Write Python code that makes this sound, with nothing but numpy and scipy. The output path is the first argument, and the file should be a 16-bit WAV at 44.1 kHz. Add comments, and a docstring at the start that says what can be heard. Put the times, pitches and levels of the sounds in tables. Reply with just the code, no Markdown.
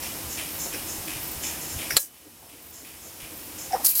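"""A needle loom weaves tape in a rumbling mill. From the start it rattles nearly three times a second,
its thread whistles thinly every second beat, loose steel clinks and another mechanism sizzles.
Near 2 s a sharp clack right at the microphone makes the recorder turn itself down, and something
brushes the microphone with a swish. The volume creeps back up while the loom keeps beating.
From 3.7 s rubbing makes a hollow squeak, and close scraping ends the scene."""
import sys
import numpy as np
from scipy import signal
from scipy.fft import rfft, irfft
from scipy.io import wavfile
from scipy.ndimage import uniform_filter1d

SR = 44100
rng = np.random.default_rng(int(sys.argv[2]) if len(sys.argv) > 2 else 0)


def dump(signal):
    """Clip the signal to [-1, 1] and save it as 16-bit WAV at the path in sys.argv[1]."""
    limited = np.clip(np.atleast_2d(signal).T, -1, 1)
    pcm = np.round(limited * 32767).astype(np.int16)
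    wavfile.write(sys.argv[1], SR, pcm)


N = 176400
TIME = np.arange(N) / SR


def from_db(db):
    """Turn decibels into a multiplier."""
    return 10 ** (np.asarray(db) / 20)


def unit_power(x):
    """Scale a sound to an average power of 1."""
    return x / np.sqrt(np.mean(x ** 2) + 1e-20)


def colour(x, spectrum):
    """Make some pitches stronger than others, then scale to power 1."""
    hz, db = np.transpose(spectrum)
    bin_hz = np.maximum(np.arange(N // 2 + 1) * SR / N, 1)
    gain = from_db(np.interp(np.log(bin_hz), np.log(hz), db))
    return unit_power(irfft(rfft(x) * gain, N))


def hiss():
    """White noise: all pitches at once."""
    return rng.standard_normal(N)


def grains(per_s, spread_db):
    """Tiny contacts of uneven size at random moments."""
    hits = (rng.random(N) < per_s / SR) * rng.choice([-1, 1], N)
    return hits * from_db(spread_db * np.minimum(rng.exponential(1, N), 4))


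def drift(rate_hz):
    """A smooth random wobble of power 1."""
    r = np.exp(-2 * np.pi * rate_hz / SR)
    return unit_power(signal.lfilter([1], [1, -2 * r, r * r], rng.standard_normal(N + SR))[SR:])


def breathy_tone(phase, width_hz):
    """A narrow band of noise around one pitch."""
    return unit_power(drift(width_hz) * np.cos(phase) + drift(width_hz) * np.sin(phase))


def bursts(rows, sound, rise_s, hold_s, fade_s):
    """For each (start_s, level_db) row the sound rises, holds, then falls 60 dB in fade_s."""
    out = np.zeros(N)
    for start_s, level_db in rows:
        age = TIME - start_s
        fade = from_db(-60 * np.clip((age - rise_s - hold_s) / fade_s, 0, 2))
        envelope = np.clip(age / rise_s, 0, 1) * fade
        out += from_db(level_db) * unit_power(envelope * sound) * np.sqrt(np.mean(envelope ** 2))
    return out


def level_curve(rows):
    """A volume that follows (time_s, level_db) points and stops just after the last."""
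    s, db = np.transpose(rows)
    return from_db(np.interp(TIME, s, db)) * (TIME >= s[0]) * (TIME <= s[-1] + .05)


# echoes off nearby steel: delay_s, gain_db
ECHOES = [(.0031, -21.5), (.0074, -18), (0.013, -16.5), (0.019, -19), (0.03, -17.5)]

def with_echoes(x):
    """Sound bounces off the machines, adding quieter, late copies."""
    return x + sum(from_db(db) * np.interp(TIME - delay, TIME, x, left=0) for delay, db in ECHOES)


# tone of the mill's din: pitch_hz, gain_db
DIN_TONE = [(20, -50), (32, -20), (45, -3.5), (62, -3), (110, -5.5), (235, -3.5), (400, -8.5), (500, -5.5),
            (604, -9.5), (770, -7), (1430, -13), (2390, -12), (3300, -13.5), (4220, -14), (5240, -12),
            (7240, -12.5), (8510, -10.5), (12500, -9), (14600, -11), (15800, -17.5)]
# ringing machine frames: pitch_hz, width_hz, level_db
DRONES = [(82.7, 11, -52.5), (322.3, 28, -51), (5340, 110, -55), (2980, 140, -60)]

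def mill_din():
    """Many machines blend into one steady noise while their frames drone."""
    din = from_db(-35.5) * colour(hiss(), DIN_TONE)
    return din + sum(from_db(db) * breathy_tone(2 * np.pi * hz * TIME, width) for hz, width, db in DRONES)


# floor thuds and frame throbs: start_s, level_db
THUDS = [(.26, -43), (.98, -40.5), (1.135, -41), (1.35, -40.5), (1.74, -35), (1.925, -40), (2.41, -46),
         (3.22, -40)]
THROBS = [(.73, -39), (2.25, -35.5), (2.53, -39), (2.81, -41.5), (3.04, -44), (3.31, -44), (3.47, -44)]
# their tones: pitch_hz, gain_db
THUD_TONE = [(30, -14), (60, -3), (90, 4), (150, -8.5), (300, -31), (1000, -60)]
THROB_TONE = [(120, -29), (240, -14), (305, 2.5), (370, -13.5), (480, -4.5), (700, -34), (1500, -56)]

def thuds_and_throbs():
    """Dull thuds come through the floor, and the frame gives low throbs."""
    thuds = bursts(THUDS, colour(hiss(), THUD_TONE), rise_s=.0058, hold_s=.021, fade_s=.088)
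    throbs = bursts(THROBS, colour(hiss(), THROB_TONE), rise_s=.0087, hold_s=.024, fade_s=.065)
    return thuds + throbs


# light taps: start_s, level_db
TAPS = [(.03, -43), (.655, -39), (2.425, -40), (2.455, -46), (3.05, -45)]
# their tone: pitch_hz, gain_db
TAP_TONE = [(250, -25), (500, 2), (900, -3), (1200, -9), (2500, -31)]

def taps():
    """Faint, hollow taps that die away quickly."""
    return bursts(TAPS, colour(hiss(), TAP_TONE), rise_s=.0032, hold_s=.01, fade_s=.084)


# metallic sizzles: start_s, level_db
SIZZLES = [(.015, -44), (.29, -38), (.585, -33.5), (.865, -36.5), (1.42, -32.5), (1.6, -42), (1.69, -41.5),
           (2.725, -36), (3.01, -38.5), (3.575, -35)]
# their tone: pitch_hz, gain_db
SIZZLE_TONE = [(3000, -19), (4950, -22), (5280, 0.5), (5650, -10), (6200, -1), (7450, 1), (8100, -17),
               (11000, -9), (16000, -32)]

def sizzles():
    """Another mechanism gives off bursts of high, metallic hiss."""
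    return bursts(SIZZLES, colour(hiss(), SIZZLE_TONE), rise_s=.016, hold_s=.04, fade_s=.36)


# steel clinks and the sharp ticks inside them: start_s, level_db
CLINKS = [(.025, -38.5), (.735, -36.5), (1.903, -27.5), (3.72, -31)]
TICKS = [(.7435, -34), (1.9065, -23)]
# their tones: pitch_hz, gain_db
CLINK_TONE = [(200, -17), (500, -2), (1100, -16.5), (1850, 7), (2600, -9), (4300, -14.5), (5250, 10),
              (5700, 8), (6500, -13), (11000, -3), (16000, -13)]
TICK_TONE = [(200, -26), (1000, -10), (1750, 6), (2400, 0), (4000, -15), (5400, -12), (8000, -21),
             (14000, -7), (16000, -15)]

def clinks():
    """Loose steel parts rattle together, twice with a sharp tick of contact."""
    ticks = bursts(TICKS, colour(hiss(), TICK_TONE), rise_s=.0009, hold_s=.0021, fade_s=.022)
    rattle = colour(grains(per_s=5000, spread_db=2.5), CLINK_TONE)
    return ticks + bursts(CLINKS, rattle, rise_s=.0032, hold_s=.0062, fade_s=.17)


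FIRST_BEAT_S, BEAT_GAP_S = .014, .353
# the thread's whistle over two loom beats: time_in_cycle_s, pitch_hz, level_db
WHISTLE = [(0, 14250, -50), (.03, 14330, -39), (.13, 14620, -39), (.2, 15000, -50), (0.301, 14800, -46),
           (.4, 14790, -56), (.48, 14710, -49), (.6, 14700, -52), (.7, 14500, -62)]

def thread_whistle(cycle_start_s=.485):
    """The running thread whistles, sliding up and sagging again every two beats."""
    s, hz, db = np.transpose(WHISTLE)
    age = (TIME - cycle_start_s) % (2 * BEAT_GAP_S)
    phase = 2 * np.pi * np.cumsum(np.interp(age, s, hz)) / SR
    return from_db(np.interp(age, s, db)) * breathy_tone(phase, width_hz=140)


# strength of each loom beat in turn: level_db
BEAT_LEVELS = [-38, -35, -39.5, -36, -37, -35.5, -43, -39, -37.5, -36, -47.5, -35]
# tone of a beat: pitch_hz, gain_db
BEAT_TONE = [(200, -19), (500, -7), (1200, -12.5), (1750, -5.5), (2050, -1), (2200, -4), (2420, 6),
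             (2650, 1), (3200, 0.5), (4200, -10.5), (5300, -6.5), (6500, -11.5), (10000, -3.5),
             (15000, -15.5)]

def loom_beats():
    """The loom beats evenly, each beat a rattle of many tiny contacts."""
    beats = [(FIRST_BEAT_S + k * BEAT_GAP_S, db) for k, db in enumerate(BEAT_LEVELS)]
    rattle = colour(grains(per_s=1300, spread_db=1.5), BEAT_TONE)
    return bursts(beats, rattle, rise_s=.0095, hold_s=.035, fade_s=.56)


# rough rubs that drive the squeaks: start_s, level_db
RUBS = [(3.745, -30), (3.795, -38), (3.835, -41)]
# their tone: pitch_hz, gain_db
RUB_TONE = [(200, -27), (450, -0.5), (900, 3), (1250, -3.5), (1500, -8), (1850, -7), (2600, -19),
            (5000, -38)]
# hollow squeaks: start_s, length_s, pitch_hz, level_db
SQUEAKS = [(3.707, 0.02, 760, -32.5), (3.73, .024, 758, -16.5), (3.738, .027, 480, -28),
           (3.755, 0.03, 1100, -43), (3.764, 0.0099, 820, -29), (3.774, 0.044, 780, -38.5)]

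def squeaks(edge_s=.0052, wobble=.04, overtone_db=-33):
    """Rubbing surfaces stick and slip, making brief, nearly pure tones that waver."""
    rubbing = colour(grains(per_s=5000, spread_db=2.5), RUB_TONE)
    out = bursts(RUBS, rubbing, rise_s=.0057, hold_s=.017, fade_s=.051)
    for start_s, length_s, hz, db in SQUEAKS:
        envelope = np.clip(np.minimum(TIME - start_s, start_s + length_s - TIME) / edge_s, 0, 1)
        phase = 2 * np.pi * np.cumsum(hz * (1 + wobble * drift(80))) / SR
        tone = np.sin(phase) + from_db(overtone_db) * np.sin(2 * phase)
        out += from_db(db) * envelope * unit_power(tone)
    return out


# loudness of the scrape: time_s, level_db
SCRAPE = [(3.83, -37), (3.845, -23), (3.856, -11), (3.878, -8), (3.898, -3.5), (3.92, -11), (3.945, -17),
          (3.954, -9), (3.97, -7), (3.986, -7.5), (4.0, -3.5)]
# moments when it catches: start_s, level_db
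CATCHES = [(3.8455, -16), (3.8495, -13), (3.86, -8), (3.866, -6), (3.952, -10)]
# their tones: pitch_hz, gain_db
SCRAPE_TONE = [(100, -32), (700, -23), (2000, -21), (3500, -19), (4400, -6.5), (5500, -11.5), (8000, -7.5),
               (10500, -3.5), (12500, 6), (14500, -7), (16000, 2)]
CATCH_TONE = [(300, -41), (2200, -14), (3500, -13.5), (4600, 2.5), (6200, -2), (8200, 1.5), (11500, 8),
              (13000, -3), (16000, -5)]

def scraping():
    """Bright, grainy friction near the microphone clicks each time it catches."""
    grit = grains(per_s=6000, spread_db=3) + .34 * hiss()
    friction = colour(with_echoes(grit), SCRAPE_TONE)
    catches = bursts(CATCHES, colour(hiss(), CATCH_TONE), rise_s=.00084, hold_s=.0017, fade_s=.034)
    return level_curve(SCRAPE) * friction + catches


# loudness of the swish: time_s, level_db
SWISH = [(1.975, -28), (1.998, -10.5), (2.03, -16.5), (2.07, -29), (2.11, -47)]
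# its tone: pitch_hz, gain_db
SWISH_TONE = [(300, -22), (2000, -19), (4400, -16), (5400, -4), (8000, -1), (12500, 0.5), (15000, -2),
              (16000, -9)]

def swish():
    """Just after the clack, something brushes the microphone with a bright hiss."""
    return level_curve(SWISH) * colour(hiss(), SWISH_TONE)


# tone of the clack: pitch_hz, gain_db
CLACK_TONE = [(100, -45), (550, -5), (1000, -8.5), (1700, -7.5), (3000, -8), (4300, -2), (5500, -4.5),
              (7500, -4.5), (11000, -1), (14500, -6.5), (16000, -7.5)]
# notes the struck part rings with: pitch_hz, gain_db, fade_s
CLACK_NOTES = [(545, -14.5, 0.12), (1670, -16, 0.14), (3000, -42, 1.8), (4040, -5.5, 0.096),
               (4305, 6.5, 0.039), (7590, 1, 0.057), (9760, -5, 0.055), (10640, -10, .06)]

def clack(slide_s=1.961, slide_db=-21, blow_s=1.9672, blow_db=2, ring_db=-1.5):
    """A brief slide ends in a hard blow, and the struck part rings."""
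    crack = colour(hiss(), CLACK_TONE)
    out = bursts([(slide_s, slide_db)], crack, rise_s=.004, hold_s=.0021, fade_s=.0085)
    out += bursts([(blow_s, blow_db)], crack, rise_s=.00079, hold_s=.0054, fade_s=.052)
    age = np.maximum(TIME - blow_s, 0)
    for hz, gain_db, fade_s in CLACK_NOTES:
        level_db = ring_db + gain_db - 60 * np.minimum(age / fade_s, 2)
        out += from_db(level_db) * np.sin(2 * np.pi * hz * age)
    return out


def scene():
    """The echoing mill and the close sounds reach one microphone, the same in both channels."""
    background = mill_din() + thuds_and_throbs() + taps() + sizzles() + clinks()
    loom = thread_whistle() + loom_beats()
    close = squeaks() + scraping() + swish() + clack()
    return np.tile(with_echoes(background + loom) + close, (2, 1))


THRESHOLD_DB, LISTEN_S, TURN_DOWN_S, RECOVER_DB_PER_S = -15, .011, .0043, 8
CEILING, CUTOFF_HZ = .82, 15850

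def record(dry):
    """The recorder turns down fast on loud sounds, recovers slowly and cuts the highest treble."""
    power = uniform_filter1d(dry[0] ** 2, int(LISTEN_S * SR))
    too_loud_db = np.maximum(10 * np.log10(np.maximum(power, 1e-12)) - THRESHOLD_DB, 0)
    recovery_db = RECOVER_DB_PER_S * TIME
    held_db = np.maximum.accumulate(too_loud_db + recovery_db) - recovery_db
    r = np.exp(-1 / (TURN_DOWN_S * SR))
    cut_db = signal.lfilter([1 - r], [1, -r], held_db)  # smooths the drop
    rounded = CEILING * np.tanh(dry * from_db(-cut_db) / CEILING)  # softens the peaks
    return signal.sosfilt(signal.ellip(12, .1, 90, CUTOFF_HZ, fs=SR, output="sos"), rounded)


dry = scene()
out = record(dry)
dump(out)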